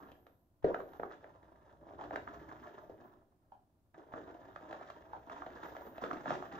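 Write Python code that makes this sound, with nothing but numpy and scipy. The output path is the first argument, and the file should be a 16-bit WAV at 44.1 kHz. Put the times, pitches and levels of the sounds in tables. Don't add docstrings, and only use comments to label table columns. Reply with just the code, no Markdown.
import sys
import numpy as np
from scipy import signal
from scipy.fft import rfft, irfft, next_fast_len
from scipy.io import wavfile
from scipy.ndimage import map_coordinates

SR = 44100
rng = np.random.default_rng(int(sys.argv[2]) if len(sys.argv) > 2 else 0)


def int16_out(signal):
    q = np.round(np.clip(np.atleast_2d(signal).T, -1, 1) * 32767)
    wavfile.write(sys.argv[1], SR, q.astype(np.int16))


N = 290619

# start_s [s], effort_db [dB]
EFFORT = [(0.0, -53.5), (0.37, -78), (0.64, -92.5), (0.84, -57.5), (1.56, -62), (1.82, -63.5), (2.13, -58),
          (2.81, -57), (2.99, -63), (3.27, -75), (3.98, -87), (4.13, -57), (4.66, -54.5), (5.12, -58.5),
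          (5.51, -49), (6.06, -56), (6.18, -50), (6.59, -52)]
EASY_DB = -56.5


def lather():
    # pitch_hz [Hz], level_db [relative dB]
    squelch_spectrum = [(88, -35), (150, -10), (210, -13), (308, -2.5), (482, -10.5), (550, -8),
                        (627, -3.5), (663, -4), (830, -9.5), (972, -5.5), (1040, -4.5), (1320, -20.5),
                        (1400, -8.5), (1820, -38), (3080, -120)]
    crackle_spectrum = [(530, -37.5), (900, -6), (1070, -5.5), (1320, -5), (1460, -7), (1710, -7),
                        (2320, -23), (2970, -23.5), (3720, -23.5), (4230, -32), (6160, -31.5), (7280, -35),
                        (8520, -50.5), (9500, -67.5), (12400, -95), (20900, -120)]
    squelch_easy_db, crackle_easy_db = -59, -65
    squelch_grows, crackle_grows = 0.92, 1.23

    effort_db = effort_above_easy()
    swept_squelch, swept_crackle = sweeps()
    squelch_gain = np.hypot(amp(squelch_easy_db + squelch_grows * effort_db), swept_squelch)
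    crackle_gain = np.hypot(amp(crackle_easy_db + crackle_grows * effort_db), swept_crackle)

    clumps = np.tanh(wobble(70))
    squelch_gain = squelch_gain * amp(4.3 * clumps - 3.0)
    crackle_gain = crackle_gain * amp(6.07 * clumps - 3.5)

    big = bubbles(rate=700, low_hz=200.0, high_hz=1440, cycles=3.8, spread_db=16)
    small = bubbles(rate=2600, low_hz=855, high_hz=7900, cycles=4.5, spread_db=13.0)
    squelch = foam(big, squelch_gain, squelch_spectrum, wet_db=-0.5)
    crackle = foam(small, crackle_gain, crackle_spectrum, wet_db=-1.5)
    return squelch + crackle


def effort_above_easy():
    return curves(EFFORT)[0] - EASY_DB


def sweeps():
    # start_s [s], length_s [s], squelch_db [dB], crackle_db [dB]
    sweep_table = [(-0.02, 0.12, -54.5, -76), (0.623, 0.013, -65, -59.5), (0.641, 0.17, -44.5, -60),
                   (1.103, 0.047, -60, -55.5), (1.816, 0.22, -55.5, -67), (1.988, 0.17, -49, -60),
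                   (2.127, 0.053, -43, -54.5), (2.259, 0.13, -52.5, -56.5), (2.482, 0.15, -53.5, -59),
                   (2.622, 0.18, -54, -60), (2.997, 0.18, -58, -71.5), (3.939, 0.21, -55, -64),
                   (4.133, 0.05, -43, -54), (4.272, 0.091, -54.5, -69), (4.685, 0.086, -51, -55.5),
                   (4.804, .1, -71, -57), (5.303, 0.063, -50, -52.5), (5.43, 0.26, -61, -59.5),
                   (5.615, 0.065, -54, -61), (5.718, .06, -51.5, -65), (5.796, 0.063, -51.5, -65),
                   (6.01, 0.15, -45.5, -52), (6.257, 0.092, -40, -44), (6.51, 0.074, -47.5, -51),
                   (6.577, .03, -48, -45)]
    attack_s, sag_db, release_db_per_s = 0.0061, 5.5, 349
    gains, t = np.zeros((2, N)), np.arange(N) / SR
    for start_s, length_s, squelch_db, crackle_db in sweep_table:
        age = np.maximum(t - start_s, 0)
        bite = np.minimum(age / attack_s, 1)
        sag = sag_db * np.minimum(age / length_s, 1)
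        release = release_db_per_s * np.maximum(age - length_s, 0)
        gains += amp([[squelch_db], [crackle_db]]) * bite * amp(-(sag + release))
    return gains


def bubbles(rate, low_hz, high_hz, cycles, spread_db):
    when, pitch, size, phase = rng.random((int(rate * N / SR), 4)).T[:, :, None]
    hz = low_hz + (high_hz - low_hz) * pitch
    k = np.arange(int(cycles * SR / low_hz))
    age = hz * k / SR
    envelope = (1 - np.exp(-4 * age)) * amp(-50 * age / cycles)
    ring = np.sin(2 * np.pi * (age + phase)) * envelope
    loudness = np.sqrt(hz) * amp(spread_db * size ** 4)
    grains = loudness * ring
    position = k + (when * N).astype(int)
    return unit(np.bincount(position.ravel(), grains.ravel(), N)[:N])


def foam(grains, gain, spectrum, wet_db):
    voiced = unit(coloured(grains[None], spectrum)[0])
    return bathroom(voiced * gain, wet_db, ring_db=-11.5)


def plops():
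    # start_s [s], cavity_db [dB], pitch_hz [Hz, where the ring settles],
    # push_db [dB], snap_db [dB], spray_db [dB]
    plop_table = [(0.116, -48, 547, -48, -68, -62), (0.266, -49, 526, -72, -65, -67.5),
                  (0.744, -26, 615, -51, -36.5, -57), (0.802, -32.5, 500, -48, -48.5, -65.5),
                  (0.933, -50, 635, -57, -58, -67.5), (0.997, -33, 663, -51.5, -48.5, -70),
                  (1.032, -32, 735, -47.5, -45, -67.5), (1.112, -44, 705, -55.5, -53, -78),
                  (1.242, -40.5, 563, -54.5, -52, -80), (2.01, -39, 810, -56.5, -64, -60.5),
                  (2.038, -37, 616, -59.5, -52, -60), (2.108, -31, 626, -51.5, -45, -70),
                  (2.139, -48, 716, -43, -50, -67), (2.158, -31.5, 614, -39.5, -34, -49.5),
                  (2.275, -45, 970, -57, -44.5, -73), (2.514, -45, 1000, -54, -53, -77),
                  (3.943, -53.5, 676, -56, -58.5, -78), (4.125, -41.5, 670, -53.5, -59, -71.5),
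                  (4.137, -36, 640, -41.5, -47.5, -73), (4.56, -39.5, 605, -62, -47, -63),
                  (4.709, -39, 624, -56, -59, -58), (4.727, -35, 570, -48, -44.5, -55.5),
                  (4.81, -39.5, 680, -56, -58, -70), (4.9, -42, 633, -50.5, -50, -57),
                  (5.297, -43.5, 695, -61, -50.5, -60), (5.42, -43.5, 680, -58, -45.5, -73),
                  (5.463, -36, 654, -56, -49, -61.5), (5.633, -49, 388, -49.5, -46, -55),
                  (5.725, -47, 636, -49, -67, -79), (5.765, -36.5, 604, -53, -47, -58.5),
                  (5.98, -36, 645, -47.5, -50, -60), (6.038, -37, 530, -39, -39, -51.5),
                  (6.062, -47, 388, -53.5, -45, -78), (6.111, -42, 616, -45.5, -37, -59),
                  (6.13, -34, 650, -35, -57, -53.5), (6.257, -30, 638, -47, -43.5, -64),
                  (6.305, -24.5, 632, -46, -39, -50), (6.424, -33.5, 643, -57.5, -49, -65)]
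    cavity_boost_db, push_boost_db, snap_boost_db, spray_boost_db = 7.5, 8, 13, 9.5
    out, t = np.zeros((3, N + SR)), np.arange(SR // 10) / SR
    torn = np.maximum(t - .0005, 0)
    opened = np.maximum(t - .0012, 0)
    for start_s, cavity_db, pitch_hz, push_db, snap_db, spray_db in plop_table:
        push_size, snap_size = 1 + .12 * rng.uniform(-1.44, 1, 2)
        cavity = damped(opened, pitch_hz, t60=0.014, attack=0.002, bend=0.36)
        cavity = amp(cavity_db + cavity_boost_db) * cavity
        push = damped(opened, 300 * push_size, t60=0.024, attack=0.0016)
        push = amp(push_db + push_boost_db) * push
        snap = damped(torn, 1330 * snap_size, t60=0.0071, attack=0.0019, bend=0.63)
        snap = amp(snap_db + snap_boost_db) * snap
        puff = amp(-60 * torn / 0.027) * (1 - np.exp(-torn / 0.00069))
        spray = amp(spray_db + spray_boost_db) * puff * rng.standard_normal(len(t))
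        out[:, round(start_s * SR):][:, :len(t)] += np.array([cavity + push, snap, spray])
    body = coloured(out[:1], [(60, 0.5), (200, -7.5), (900, 5), (1500, 10), (3000, -19.0), (8000, -40.5)])
    film = coloured(out[1:2], [(300, -6.5), (1000, 19.0), (1900, 7.0), (2400, -2.0), (8000, -16.0)])
    mist = coloured(out[2:], [(1000, -6), (2200, 5.5), (3700, 4.0), (4600, -7.0), (7200, -13.0),
                              (9000, -33.0), (15000, -21)])
    return bathroom((body + film + mist)[0], wet_db=-2.5, ring_db=-8)


def ringing_plops():
    # start_s [s], level_db [dB], pitch_hz [Hz]
    ringing_table = [(3.520, -44, 730), (5.133, -36.5, 797)]
    ring_t60_s, burst_t60_s = 0.041, .014
    burst_db = -4
    out, t = np.zeros((2, N + SR)), np.arange(SR // 4) / SR
    for start_s, level_db, pitch_hz in ringing_table:
        ring = damped(t, pitch_hz, ring_t60_s, attack=0.0022)
        burst = amp(burst_db - 60 * t / burst_t60_s) * rng.standard_normal(len(t))
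        out[:, round(start_s * SR):][:, :len(t)] += amp(level_db) * np.array([ring, burst])
    bursts = coloured(out[1:], [(300, 1.5), (850, 20), (1400, 8.5), (2200, -10.5), (4000, -16), (9000, -41)])
    return bathroom(out[0, :N] + bursts[0], wet_db=4, ring_db=-12)


def knocks():
    # start_s [s], level_db [dB], slap_db [dB relative to the bump]
    knock_table = [(0.644, -15, -21.5), (0.699, -28.5, -30), (.996, -32.5, -25.5), (1.031, -30.5, -24),
                   (2.896, -37, -16.5), (4.161, -38.5, -14.5), (6.037, -27.5, -21)]
    # pitch_hz [Hz], level_db [dB before a small random change],
    # t60_s [s to fall by 60 dB]
    thud_tones = [(155.6, -25.5, 0.062), (258, -3, 0.014), (336, 0.5, 0.015), (478, -0.5, 0.016),
                  (669, -6, 0.02), (1370, -9, 0.0022)]
    out, t = np.zeros((2, N + SR)), np.arange(SR // 10) / SR
    for start_s, level_db, slap_db in knock_table:
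        thud = np.zeros(len(t))
        for k, (pitch_hz, tone_db, t60_s) in enumerate(thud_tones):
            sign = (-1) ** k
            tone_gain = amp(tone_db + rng.normal(0, 1))
            thud += sign * tone_gain * damped(t, pitch_hz, t60_s, attack=0.00018)
        slap = amp(slap_db - 60 * t / 0.022) * rng.standard_normal(len(t))
        out[:, round(start_s * SR):][:, :len(t)] += amp(level_db) * np.array([thud, slap])
    body = coloured(out[:1], [(700, 2), (1500, 2), (4000, -12.5)])
    wet = coloured(out[1:], [(300, 5.5), (1700, 9), (2600, -9.5), (7000, -23.0), (9000, -32.5)])
    return bathroom((body + wet)[0], wet_db=-1, ring_db=-10.5)


def whistles():
    # [dB at the middle, before echo]
    whistle_table = [(-.5, 1.05, 13100, 12130, -83), (0.621, 0.52, 12260, 12060, -80),
                     (2.792, .07, 13300, 13200, -85), (3.0, .1, 13850, 13900, -85),
                     (3.01, .1, 15500, 15800, -87), (5.627, .1, 13800, 14200, -74),
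                     (5.806, .12, 13200, 13450, -74), (5.781, .08, 15100, 15420, -77),
                     (5.862, 0.18, 14400, 14300, -84)]
    waver_hz, flutter_hz = 60, 150
    out, t = np.zeros(N), np.arange(N) / SR
    for start_s, length_s, first_hz, last_hz, level_db in whistle_table:
        progress = np.clip((t - start_s) / length_s, 0, 1)
        glide = first_hz + (last_hz - first_hz) * progress
        hz = glide + waver_hz * wobble(27) + flutter_hz * wobble(400)
        tone = np.sin(2 * np.pi * np.cumsum(hz) / SR)
        out += amp(level_db) * np.sin(np.pi * progress) * tone
    return bathroom(out, wet_db=-2.0, ring_db=10.5)


def high_hiss():
    hiss_spectrum = [(5880, -52.5), (10000, -21), (10900, -17), (11700, 5), (12100, 2), (15100, 10),
                     (15700, -6)]
    # start_s [s], level_db [dB]
    hiss_levels = [(0.0, -80), (0.42, -104), (0.83, -89), (1.74, -101), (2.15, -84.5), (3.01, -89),
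                   (3.06, -90), (3.27, -101), (3.93, -102), (4.13, -89), (5.25, -88.5), (5.87, -76),
                   (6.2, -82), (6.59, -81.5)]
    hiss_db, = curves(hiss_levels)
    return amp(hiss_db + 1.3 * wobble(29)) * noise(hiss_spectrum)


def background():
    # pitch_hz [Hz], level_db [relative dB]
    rub_spectrum = [(25, -26), (45, -5), (64, 5.5), (85, -3), (118, 2.5), (137, -11.5), (158, 1.5),
                    (173, -7), (188, -5.5), (215, -7), (300, -22), (600, -83.5)]
    quiet_spectrum = [(12, -28), (20, 3.5), (32, -20), (81, -6), (113, -4), (133, -17), (191, -14),
                      (299, -10.5), (454, -25), (618, -21), (2050, -39.5), (6990, -43), (12200, -41.5),
                      (15700, -43)]
    rub_easy_db, rub_grows = -69, 0.4
    tilt_s, tilt_length_s, tilt_db = 1.62, 1.12, -62.5
    progress = np.clip((np.arange(N) / SR - tilt_s) / tilt_length_s, 0, 1)
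    tilting = np.sin(np.pi * progress)
    rub_gain = np.hypot(amp(rub_easy_db + rub_grows * effort_above_easy()), amp(tilt_db) * tilting)
    return rub_gain * noise(rub_spectrum) + amp(-75.5) * noise(quiet_spectrum)


def bathroom(x, wet_db, ring_db):
    # pitch_hz [Hz], width_hz [Hz], level_db [dB before ring_db is added]
    bowl_rings = [(318, 11, -12), (396, 54, 7.5), (522, 130, 1), (625, 42, -5.5), (646, 6.5, -4.5),
                  (747, 34, 7), (924, 22, -4), (1460, 88, -12.5), (1680, 170, -8)]
    # pitch_hz [Hz], t60_s [s to fall by 60 dB]
    room_decay = [(150, 0.47), (400, 0.45), (1000, 0.19), (2800, 0.36), (8000, 0.5)]
    hop = SR // 5
    echo = np.zeros((2, N + 2 * SR))
    padded = np.pad(x, (hop, 2 * hop))
    fade = np.sin(np.pi * np.arange(2 * hop) / (2 * hop))
    for start in range(0, N + hop, hop):
        hz, t, z = signal.stft(rng.standard_normal((2, SR // 2)), SR, nperseg=256)
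        decay = amp(-60 * t / along(room_decay, hz)[:, None])
        build_up = 1 - np.exp(-t / 0.0017)
        tail = signal.istft(z * decay * build_up, SR, nperseg=256)[1]
        tail = tail / np.linalg.norm(tail[0])
        piece = fade * padded[None, start:start + 2 * hop]
        answer = signal.fftconvolve(piece, tail, axes=1)
        echo[:, start:start + answer.shape[1]] += answer

    def ring(f):
        peaks = sum(amp(db) * 1j * f * w / (c * c - f * f + 1j * f * w) for c, w, db in bowl_rings)
        return 1 + amp(ring_db) * peaks

    return x + amp(wet_db) * diffuse(filtered(echo[:, hop:hop + N], ring))


def damped(t, hz, t60, attack, bend=0):
    phase = hz * (t + bend * 0.0015 * (1 - np.exp(-t / 0.00055)))
    return np.sin(2 * np.pi * phase) * amp(-60 * t / t60) * (1 - np.exp(-t / attack))


def noise(spectrum):
    return unit(coloured(diffuse(rng.standard_normal((2, N))), spectrum))


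def diffuse(pair):
    likeness = [(60, .85), (300, .92), (600, .86), (1000, .55), (1600, .25), (3000, .05), (10000, .03)]

    def mix(hz):
        turn = np.arccos(np.clip(along(likeness, hz), -1, 1)) / 2
        return np.array([np.cos(turn), np.sin(turn)])

    mid, side = filtered(pair, mix)
    return np.array([mid + side, mid - side])


def coloured(x, spectrum):
    size = 8192
    gain = amp(along(spectrum, np.fft.rfftfreq(size, 1 / SR)))
    cepstrum = irfft(np.log(gain + 1e-6))
    cepstrum[1:size // 2] *= 2
    cepstrum[size // 2 + 1:] = 0
    impulse = irfft(np.exp(rfft(cepstrum)))
    return signal.fftconvolve(x, impulse[None], axes=1)[:, :N]


def filtered(x, response):
    m = next_fast_len(N + SR)
    return irfft(rfft(x, m) * response(np.fft.rfftfreq(m, 1 / SR)), m)[..., :N]


def wobble(rate):
    points = rng.standard_normal(int(N * rate / SR) + 4)
    return map_coordinates(points, [np.arange(N) * rate / SR])


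def curves(rows):
    s, *cols = np.transpose(rows)
    return [np.interp(np.arange(N) / SR, s, c) for c in cols]


def along(points, hz):
    f, v = np.transpose(points)
    return np.interp(np.log(hz + 1), np.log(f + 1), v)


def unit(x):
    return x / np.sqrt(np.mean(x ** 2) + 1e-20)


def amp(db):
    return 10 ** (np.asarray(db) / 20)


def scene():
    # pitch_hz [Hz], left minus right [dB]
    balance = [(60, 10), (110, 22), (200, -0.5), (380, -0.5), (700, 1), (1290, -6), (2380, 5), (4400, -1.5),
               (8120, -6), (15000, 5)]
    # pitch_hz [Hz], left leads by [radians]
    port_phase = [(780, 0.5), (1050, -2.5), (1330, -1.5), (1720, -6.5), (2100, -5), (3800, -5)]
    brush = lather() + plops() + ringing_plops() + knocks() + high_hiss()
    sides = np.array([[.5], [-.5]])

    def place(hz):
        return amp(sides * along(balance, hz)) * np.exp(1j * sides * along(port_phase, hz))

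    return filtered(brush, place) + whistles() + background()


def record(dry):
    return filtered(dry, lambda hz: hz < 15750)


dry = scene()
out = record(dry)
int16_out(out)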